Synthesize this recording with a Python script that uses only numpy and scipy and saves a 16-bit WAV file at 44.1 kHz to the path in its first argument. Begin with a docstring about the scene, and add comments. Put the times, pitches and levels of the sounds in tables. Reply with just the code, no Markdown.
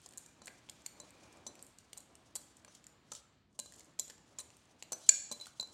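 """A wire whisk scrapes batter out of a glass bowl in a small hard kitchen.
Each touch is a short rattle of wires that rings the batter-damped glass; blows also thud and start
two longer rings. The wires drag through batter with a flickering hiss, and the bowl sings faintly
near 2.4 kHz under the early scraping. The walls return a dull tail over a low hum and hiss."""
import sys
import numpy as np
from scipy import signal
from scipy.fft import rfft, irfft, next_fast_len
from scipy.io import wavfile
from scipy.ndimage import uniform_filter1d

SR = 44100
rng = np.random.default_rng(int(sys.argv[2]) if len(sys.argv) > 2 else 0)


def int16_out(signal):
    """Quantize to a 16-bit WAV file."""
    q = np.round(np.clip(np.atleast_2d(signal).T, -1, 1) * 32767)
    wavfile.write(sys.argv[1], SR, q.astype(np.int16))


N = 252693
THUD, KNOCK, RIM_RING, CLANK, UPPER_RING, MAIN_RING, SCRATCH, WIRE_TICK = range(8)  # bowl parts

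# Whisk blows; thud_db to upper_db are relative to level_db, the main ring's peak:
# start_s, level_db, thud_db, dull_db, bright_db, rim_db, upper_db, contact_ms, glass_db, knock_hz
BLOWS = [(0.06, -42.5, -12, -7, -5.0, -41.0, -42.0, 2, -15, 1000),
         (0.418, -50, -1.5, -2, -9, -10, -18.5, 1.3, 5, 1460),
         (0.478, -49.5, -5, 10, -1, -32, -39.0, 2.3, 2, 2340),
         (0.688, -62.5, 9, 18, -2.0, -41.5, -32.0, 4.7, 1, 3200),
         (0.696, -40.0, -38, -4.5, -1, -35, -30, 1.46, -13, 3540),
         (0.8616, -32.0, -16.0, -9, -5, -42, -29.0, 1.9, -11, 3470),
         (1.0, -41.5, -5.5, -19, -7.5, -10.5, -13, 2, 11, 1390),
         (1.014, -68, -7, 1, 14, -27, -19, 1.5, 1, 1310), (1.034, -75, 26.0, 6, -3, 5, -2, 2.2, -24, 1000),
         (1.4654, -39, -5, -10.5, -11.5, -7.5, -0.5, 3.4, 0, 3500),
         (1.475, -69.5, -7.0, 1, 26, -17, -15, 2.2, -6, 3480),
         (1.9308, -45, -13, 3.5, 3, -31, -12, 1.1, -7, 3200),
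         (1.968, -63.5, 9, 9.5, 0.0, 2, 5, 2, -9, 1240),
         (1.974, -42.5, -14.5, -17, 1.5, -25, -30.5, 2.8, 0, 1000),
         (2.353, -35, -15.5, -13, 2, -19, -38.5, 6.6, 3, 3360),
         (2.358, -34, -11, -16.5, -3, -42, -23.0, 2.9, -5, 1690),
         (2.364, -39.5, -41, -10.5, 1.5, -31, -22.0, 2.3, -25, 1430),
         (2.647, -51, -7, 1, 1.5, -32.0, -36.0, 1.1, 11, 2340),
         (2.679, -68.5, 17, 14, 2, -15.0, 10.5, 2.8, -2, 1000),
         (3.1173, -37.5, -9, -8, -7.5, -48, -5, 2.4, -2.5, 3470),
         (3.121, -48, -15.0, 4.5, 2, -31, -26.0, 2.4, -25, 1400),
         (3.133, -43.5, -14, -22.0, -3, -36, -21.0, 1.8, 6, 1520),
         (3.15, -42, -20, -7, -8, -16, -36, 1.6, 3, 3500),
         (3.5898, -36.5, -6.5, -9, 0.5, -6, -35.0, 4.9, 8, 3010),
         (3.598, -27.5, -45, -22, -16, -37, -39, 0.98, -31, 3270),
         (3.658, -48.5, -3.5, -8.5, -9, -8, -46, 3, -19, 1330),
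         (3.99, -39.5, -12, -5.5, -6, -10, -19.0, 4.5, -21, 3380),
         (3.995, -22.5, -21.5, -22, -8.0, -25.5, -21, 2.9, -4.5, 3500),
         (4.079, -49.5, -8, -10, -3, -13.0, -33, 1.8, -6, 3500),
         (4.098, -44.5, -9, 0, -5.5, -23, -29.0, 5.9, -12, 2000),
         (4.385, -33.5, -17.5, -16, -16, -26, -16, 5.7, 3, 3430),
         (4.392, -56.5, -11, 12, 19.5, 10, -9, 1.3, -13, 1330),
         (4.4004, -52.5, -4, 6, 14, -10, -28.0, 3.6, -21, 3500),
         (4.409, -41, -13, -23, -29, -13, -29.0, 3.2, -3, 3480),
         (4.8242, -40, -7.5, 2.5, -7, -19, -13, 1.34, -14, 2670),
         (4.9199, -30.5, -9, -10, -5.5, -24, -11, 3.3, -18, 1020),
         (4.9283, -35, -17.0, -6, -3.5, -36, 1.5, 1.8, 6, 1150),
         (5.043, -60, -17.0, -10, -10, 4, 0.0, 2.2, -11, 3170),
         (5.0883, -25.5, -25, -17, -2, -40, -39, 1.6, 15, 3280),
         (5.0902, -5, -41, -21.5, -16.5, -39, -50, 2.6, 12.5, 2430),
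         (5.3135, -39, -0.5, -6, 0, 1.5, 2, 2.2, 11, 980),
         (5.322, -34, -12, -14, -5.5, -35, -15, 3.7, -22, 3500),
         (5.399, -52, -23.5, -13.5, -16.0, 9.5, -28.0, 1.8, -12.5, 3500),
         (5.41, -48, -12, -8, -2, 7, -41.0, 8, -20, 2580),
         (5.467, -48.5, -7.5, 4, 0.5, -17, -9.0, 3.2, -19, 1375),
         (5.597, -36, -7.5, -11, -11, 11.5, -40, 2.6, 4.5, 3500),
         (5.608, -36, -34, -17, -10.5, -6, -38.5, 2.8, -11, 1074),
         (5.627, -50, 5, 0, -1, 8, -1, 2.7, -20, 984)]
def whisk_blows():
    """Blows shake the whole bowl: returns the body (thud, long rings) and the surface rattle."""
    start_s, level_db, thud_db, dull_db, bright_db, rim_db, upper_db, *contact = np.transpose(BLOWS)
    body_db = {THUD: level_db + thud_db, RIM_RING: level_db + rim_db, UPPER_RING: level_db + upper_db}
    body = wire_contacts(start_s, body_db, *contact)
    surface = wire_contacts(start_s, surface_levels(level_db, dull_db, bright_db), *contact)
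    return body, surface


# Brief wire ticks: start_s, level_db, dull_db, bright_db
TICKS = [(0.0164, -69, -1, 8), (0.0887, -57, -12, 4.5), (0.1087, -54, -6, -6), (0.1234, -59, 1, 0),
         (0.1353, -55.5, 2, -2), (0.174, -37.5, -36, -6.5), (0.1795, -37, -20, -7),
         (0.2611, -48.5, -11, -8), (0.4574, -44.5, -25, -5), (0.4709, -43.5, -3, -5), (0.819, -58, -15, -8),
         (1.1055, -56, -7, 0.5), (1.326, -58, -8, -2.5), (1.5535, -56.5, 3, -3), (1.5919, -52.5, -2, -18),
         (1.6251, -49, -17, 6), (1.6462, -55, -10, -7), (1.6656, -53.5, -17, -1),
         (1.7852, -47.5, -12, -8.5), (1.9802, -44, -15, -6), (2.0038, -48.5, -13, -6),
         (2.1527, -52.5, -6, -4), (2.415, -54, -7, -12), (2.568, -54.5, -32, -5), (2.7494, -49, -12, -11),
         (2.841, -52, -3.5, -11), (2.8669, -44, -11.5, -11), (3.7222, -52, -1.5, -3),
         (3.7372, -49.5, -9, -16), (3.761, -58, -16, -1), (3.7945, -49, -13, -7.5), (3.8055, -49, -7, -22),
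         (3.8445, -56.5, -15, -6), (4.1214, -59, -14, -10), (4.1794, -59, -2, -15), (4.5027, -54.5, 1, -12),
         (4.5675, -59, -4, 2), (4.8333, -55, -12, -4), (5.4575, -51.5, 4, -2), (5.6734, -56, -5, -7.5)]
def wire_ticks(strays_per_s=2.5, over_scrape_db=12.5, bright_lift_db=4.5):
    """Brief wire ticks on the glass, with no thud or long ring; strays follow the scrape's level."""
    stray_at = rng.integers(N, size=int(strays_per_s * N / SR))
    stray_db = [over_scrape_db, -8, -8] + rng.standard_normal((len(stray_at), 3))
    stray_db[:, 0] += curve(SCRAPE_LEVEL, 1)[stray_at]
    strays = np.c_[stray_at / SR, stray_db]
    start_s, level_db, dull_db, bright_db = np.vstack([TICKS, strays]).T
    part_db = surface_levels(level_db, dull_db, bright_db + bright_lift_db)
    count = len(start_s)
    return wire_contacts(start_s, part_db, contact_ms=np.full(count, 0.9), glass_db=-6.5,
                         knock_hz=rng.uniform(1515, 3500, count))


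def surface_levels(level_db, dull_db, bright_db):
    """Peak dB per part: dullness lifts knock and clank, brightness lifts scratch and wire tick."""
    return {KNOCK: level_db + dull_db, CLANK: level_db + 0.47 * dull_db - 1, MAIN_RING: level_db,
            SCRATCH: level_db + bright_db, WIRE_TICK: level_db + 0.8 * bright_db - 6.5}


def wire_contacts(start_s, part_db, contact_ms, glass_db, knock_hz):
    """Wires land, drag and let go, driving the bowl's parts; batter mutes all but the long rings."""
    t_ms = np.arange(SR // 40) * 1000 / SR
    envelope = (1 - np.exp(-t_ms / 0.5)) * np.exp(-(t_ms / contact_ms[:, None]) ** 0.98)
    rattle = rng.standard_normal(envelope.shape) * envelope
    first_push = (t_ms * np.exp(-t_ms / 0.019))[None]
    touches = 0
    for part, peak_db in part_db.items():
        response, modes = bowl_response(part)
        drive = first_push if part == THUD else rattle
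        strength = np.linalg.norm(drive, axis=1)
        glass_gain = strength * undb(0 if part in (RIM_RING, UPPER_RING) else glass_db)
        for hz, mode in modes:
            # each mode takes about its own share, however the wires land
            drive_at_mode = np.abs(drive @ np.exp(2j * np.pi * hz * t_ms / 1000))
            share = glass_gain / np.hypot(drive_at_mode, 0.3 * strength)
            response = response + share[:, None] * mode
        if part == KNOCK:
            response = response + wet_knock(knock_hz)
        rung = signal.fftconvolve(drive, response, axes=1)
        touches = touches + rung / np.abs(rung).max(axis=1)[:, None] * undb(peak_db)[:, None]
    track = np.zeros(N + touches.shape[1])
    for at, touch in zip((start_s * SR).astype(int), touches):
        track[at:at + len(touch)] += touch
    return track[:N]


# Band of each part, THUD to WIRE_TICK: low_hz, high_hz
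PART_BANDS = [(190, 1100), (1500, 3600), (3700, 4400), (4000, 5900), (5750, 6400), (6300, 7800),
              (7800, 9400), (9500, 14000)]
# Modes over bare contact in each part, before a touch's glass_db: gain_db
PART_MODE_GAINS = [9.5, -4.5, 15.5, -6.5, 22.5, 11.5, 9, -2]
# Glass bowl modes: pitch_hz, gain_db, t60_s
BOWL_MODES = [(234, -4.5, 0.043), (583.5, -4.5, 0.065), (858, -4.5, 0.031), (1023, -8, 0.068),
              (1640, -4, 0.032), (2408, -2, .018), (4039, 0, .125), (6062, 0, .06), (4600, 1, 0.014),
              (5330, -5, 0.012), (5760, -2, .015), (6980, -4, 0.014), (7180, 3, .02), (7560, -4, 0.02),
              (8000, -1.5, 0.013), (8480, -2.5, 0.011), (10190, 4, 0.0064), (12000, -16.5, 0.011)]
def bowl_response(part):
    """One part's answer to a click: the bare contact and a list of (hz, ringing mode)."""
    edges_hz = PART_BANDS[part]
    above_hz = PART_BANDS[part - 1][1] if part else 0
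    click = np.full(SR // 7, 1e-18)
    click[0] = 1
    bare = unit(band(band(click, *edges_hz), *edges_hz))
    modes = [(hz, band(undb(db) * ring(click, hz, t60_s), *edges_hz))
             for hz, db, t60_s in BOWL_MODES if above_hz < hz < edges_hz[1]]
    glass = sum(mode for _, mode in modes)
    gain = undb(PART_MODE_GAINS[part]) / np.sqrt(np.mean(glass ** 2))
    return bare, [(hz, gain * mode) for hz, mode in modes]


def wet_knock(pitch_hz, over_bare_db=8, t60_s=0.0053):
    """A short hollow resonance at each contact's own pitch."""
    t = np.arange(SR // 7) / SR
    tones = np.sin(2 * np.pi * pitch_hz[:, None] * t) * np.exp(-np.log(1000) * t / t60_s)
    return undb(over_bare_db) * np.array([unit(tone) for tone in tones])


# Wet scrape spectrum: freq_hz, density_db
SCRAPE_SPECTRUM = [(1800, -41.5), (3000, -4), (4200, -6.5), (6200, -0.5), (7500, -4.5), (9000, -7),
                   (11000, -14.5), (13500, -29.5), (16500, -24)]
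# Wet scrape envelope: time_s, level_db
SCRAPE_LEVEL = [(0.0, -69.5), (0.35, -74), (0.51, -72.5), (0.96, -70.5), (1.66, -73.5), (1.77, -78),
                (2.78, -73.5), (2.94, -97.5), (3.16, -60.5), (3.4, -102), (3.62, -73), (3.77, -66.5),
                (4.02, -88), (4.15, -78.5), (4.45, -74), (4.55, -70), (4.88, -82), (5.07, -57),
                (5.3, -71.5), (5.44, -65), (5.63, -74.5), (5.73, -66)]
def batter_scrape():
    """Wires drag through batter: a soft flickering hiss that faintly sounds the glass."""
    drag = rng.standard_normal(N)
    glass = sum(undb(db) * ring(drag, hz, t60_s) for hz, db, t60_s in BOWL_MODES if hz > 1500)
    hiss = unit(coloured_noise(SCRAPE_SPECTRUM)) + undb(-24) * unit(glass)
    flicker_db = 5.1 * waver(rate_hz=39) + 4.0 * waver(rate_hz=110)
    return unit(hiss * undb(flicker_db)) * undb(curve(SCRAPE_LEVEL, 1))


# Singing bowl mode envelope: time_s, level_db
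SINGING_LEVEL = [(0, -96), (.25, -79), (.9, -84), (1.25, -70.5), (1.7, -95), (2.0, -100)]
def bowl_singing():
    """One bowl mode sings faintly under the early scraping."""
    drag = rng.standard_normal(N)
    return unit(ring(drag, hz=2400, t60_s=0.026)) * undb(curve(SINGING_LEVEL, 1))


# Wall reverberation: freq_hz, t60_s, gain_db
WALL_DECAY = [(296, 0.36, 9.5), (1940, 0.68, -1), (6840, 0.61, -6.5), (9650, 0.46, -9), (12400, 0.38, -1),
              (15900, 0.29, 2)]
def wall_tail(sound, delay_s=0.00043):
    """Hard walls return a diffuse tail that dies faster in the treble."""
    t = np.arange(int(0.7 * SR)) / SR
    freq_hz, t60_s, gain_db = np.transpose(WALL_DECAY)
    tail = 0
    for hz in 250 * 2 ** np.arange(0, 6.1, 0.5):
        decay = np.exp(-np.log(1000) * t / log_interp(hz, freq_hz, t60_s))
        half_octave = band(rng.standard_normal(len(t)), hz / 2 ** 0.25, hz * 2 ** 0.25)
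        tail = tail + half_octave * decay * undb(log_interp(hz, freq_hz, gain_db))
    tail *= np.clip(t / delay_s - 1, 0, 1)
    return signal.oaconvolve(sound, tail / np.linalg.norm(tail))[:N]


# Background spectrum, before each band is levelled: freq_hz, density_db
KITCHEN_SPECTRUM = [(30, -3), (68, 4), (109, 5.5), (320, -1.5), (400, -8.5), (1000, -11), (1430, -12),
                    (3000, -15), (4500, -17), (8000, -38.5)]
# Background envelopes: time_s, hum_db, hiss_db
KITCHEN_LEVEL = [(0.0, -73.5, -73), (0.46, -69, -75.5), (0.69, -71.5, -73), (1.37, -66.5, -70.5),
                 (1.47, -64, -73), (1.74, -72, -74.5), (2.39, -72, -75), (3.14, -74.5, -75),
                 (3.42, -79.5, -79), (3.64, -77, -97.5), (3.77, -71, -79), (4.07, -77, -73),
                 (4.18, -71, -75.5), (4.84, -74, -75), (5.03, -70.5, -75), (5.28, -71, -73),
                 (5.41, -71, -71), (5.55, -76, -78), (5.73, -70, -77)]
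def kitchen_background():
    """Rumble, hum and hiss, each wavering on its own."""
    air = coloured_noise(KITCHEN_SPECTRUM)
    lows, lows_and_mids = lowpass(air, 304), lowpass(air, 1100)
    rumble = unit(lows) * undb(-72 + 1.1 * waver(rate_hz=3.2))
    hum = unit(lows_and_mids - lows) * undb(curve(KITCHEN_LEVEL, 1) + 2.5 * waver(rate_hz=23))
    hiss = unit(air - lows_and_mids) * undb(curve(KITCHEN_LEVEL, 2) + 0.75 * waver(rate_hz=20))
    return rumble + hum + hiss


def undb(db):
    return 10 ** (np.asarray(db) / 20)


def unit(x):
    return x / np.sqrt(np.mean(x ** 2))


def band(x, low_hz, high_hz):
    return signal.sosfilt(signal.butter(2, [low_hz, high_hz], "bandpass", fs=SR, output="sos"), x)


def lowpass(x, hz):
    return signal.sosfiltfilt(signal.butter(2, hz, fs=SR, output="sos"), x)


def curve(table, column):
    table = np.array(table)
    return np.interp(np.arange(N) / SR, table[:, 0], table[:, column])


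def log_interp(hz, points_hz, values):
    return np.interp(np.log(hz), np.log(points_hz), values)


def coloured_noise(spectrum):
    size = next_fast_len(N)
    bin_hz = np.maximum(np.arange(size // 2 + 1) * SR / size, 1)
    gain = undb(log_interp(bin_hz, *np.transpose(spectrum)))
    return irfft(rfft(rng.standard_normal(size)) * gain, size)[:N]


def waver(rate_hz):
    """Random levels joined by ramps."""
    hold = int(SR / rate_hz)
    steps = np.repeat(rng.standard_normal(N // hold + 1), hold)
    return 0.8 * uniform_filter1d(steps, hold)[:N]


def ring(x, hz, t60_s):
    """One decaying mode driven by x."""
    radius, angle = np.exp(-np.log(1000) / (t60_s * SR)), 2 * np.pi * hz / SR
    return signal.lfilter([np.sin(angle)], [1, -2 * radius * np.cos(angle), radius ** 2], x)


def scene():
    """Bowl, walls and background; left and right differ only in the treble of touches and tail."""
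    body, surface = whisk_blows()
    ticks = wire_ticks()
    direct = body + surface + ticks
    to_walls = undb(-14.5) * body + undb(-8.5) * surface + undb(-4.5) * ticks
    mid = direct + wall_tail(to_walls) + batter_scrape() + kitchen_background() + bowl_singing()
    side_hz = (10080, 16000)
    side = undb(-19.5) * band(band(direct + wall_tail(to_walls), *side_hz), *side_hz)
    return np.array([mid + side, mid - side])


def record(dry, low_hz=48, top_hz=16200):
    """A nearby phone drops the deep bass and cuts the top."""
    dry = signal.sosfilt(signal.butter(4, low_hz, "highpass", fs=SR, output="sos"), dry)
    return signal.sosfilt(signal.ellip(10, 0.2, 80, top_hz, fs=SR, output="sos"), dry)


dry = scene()
out = record(dry)
int16_out(out)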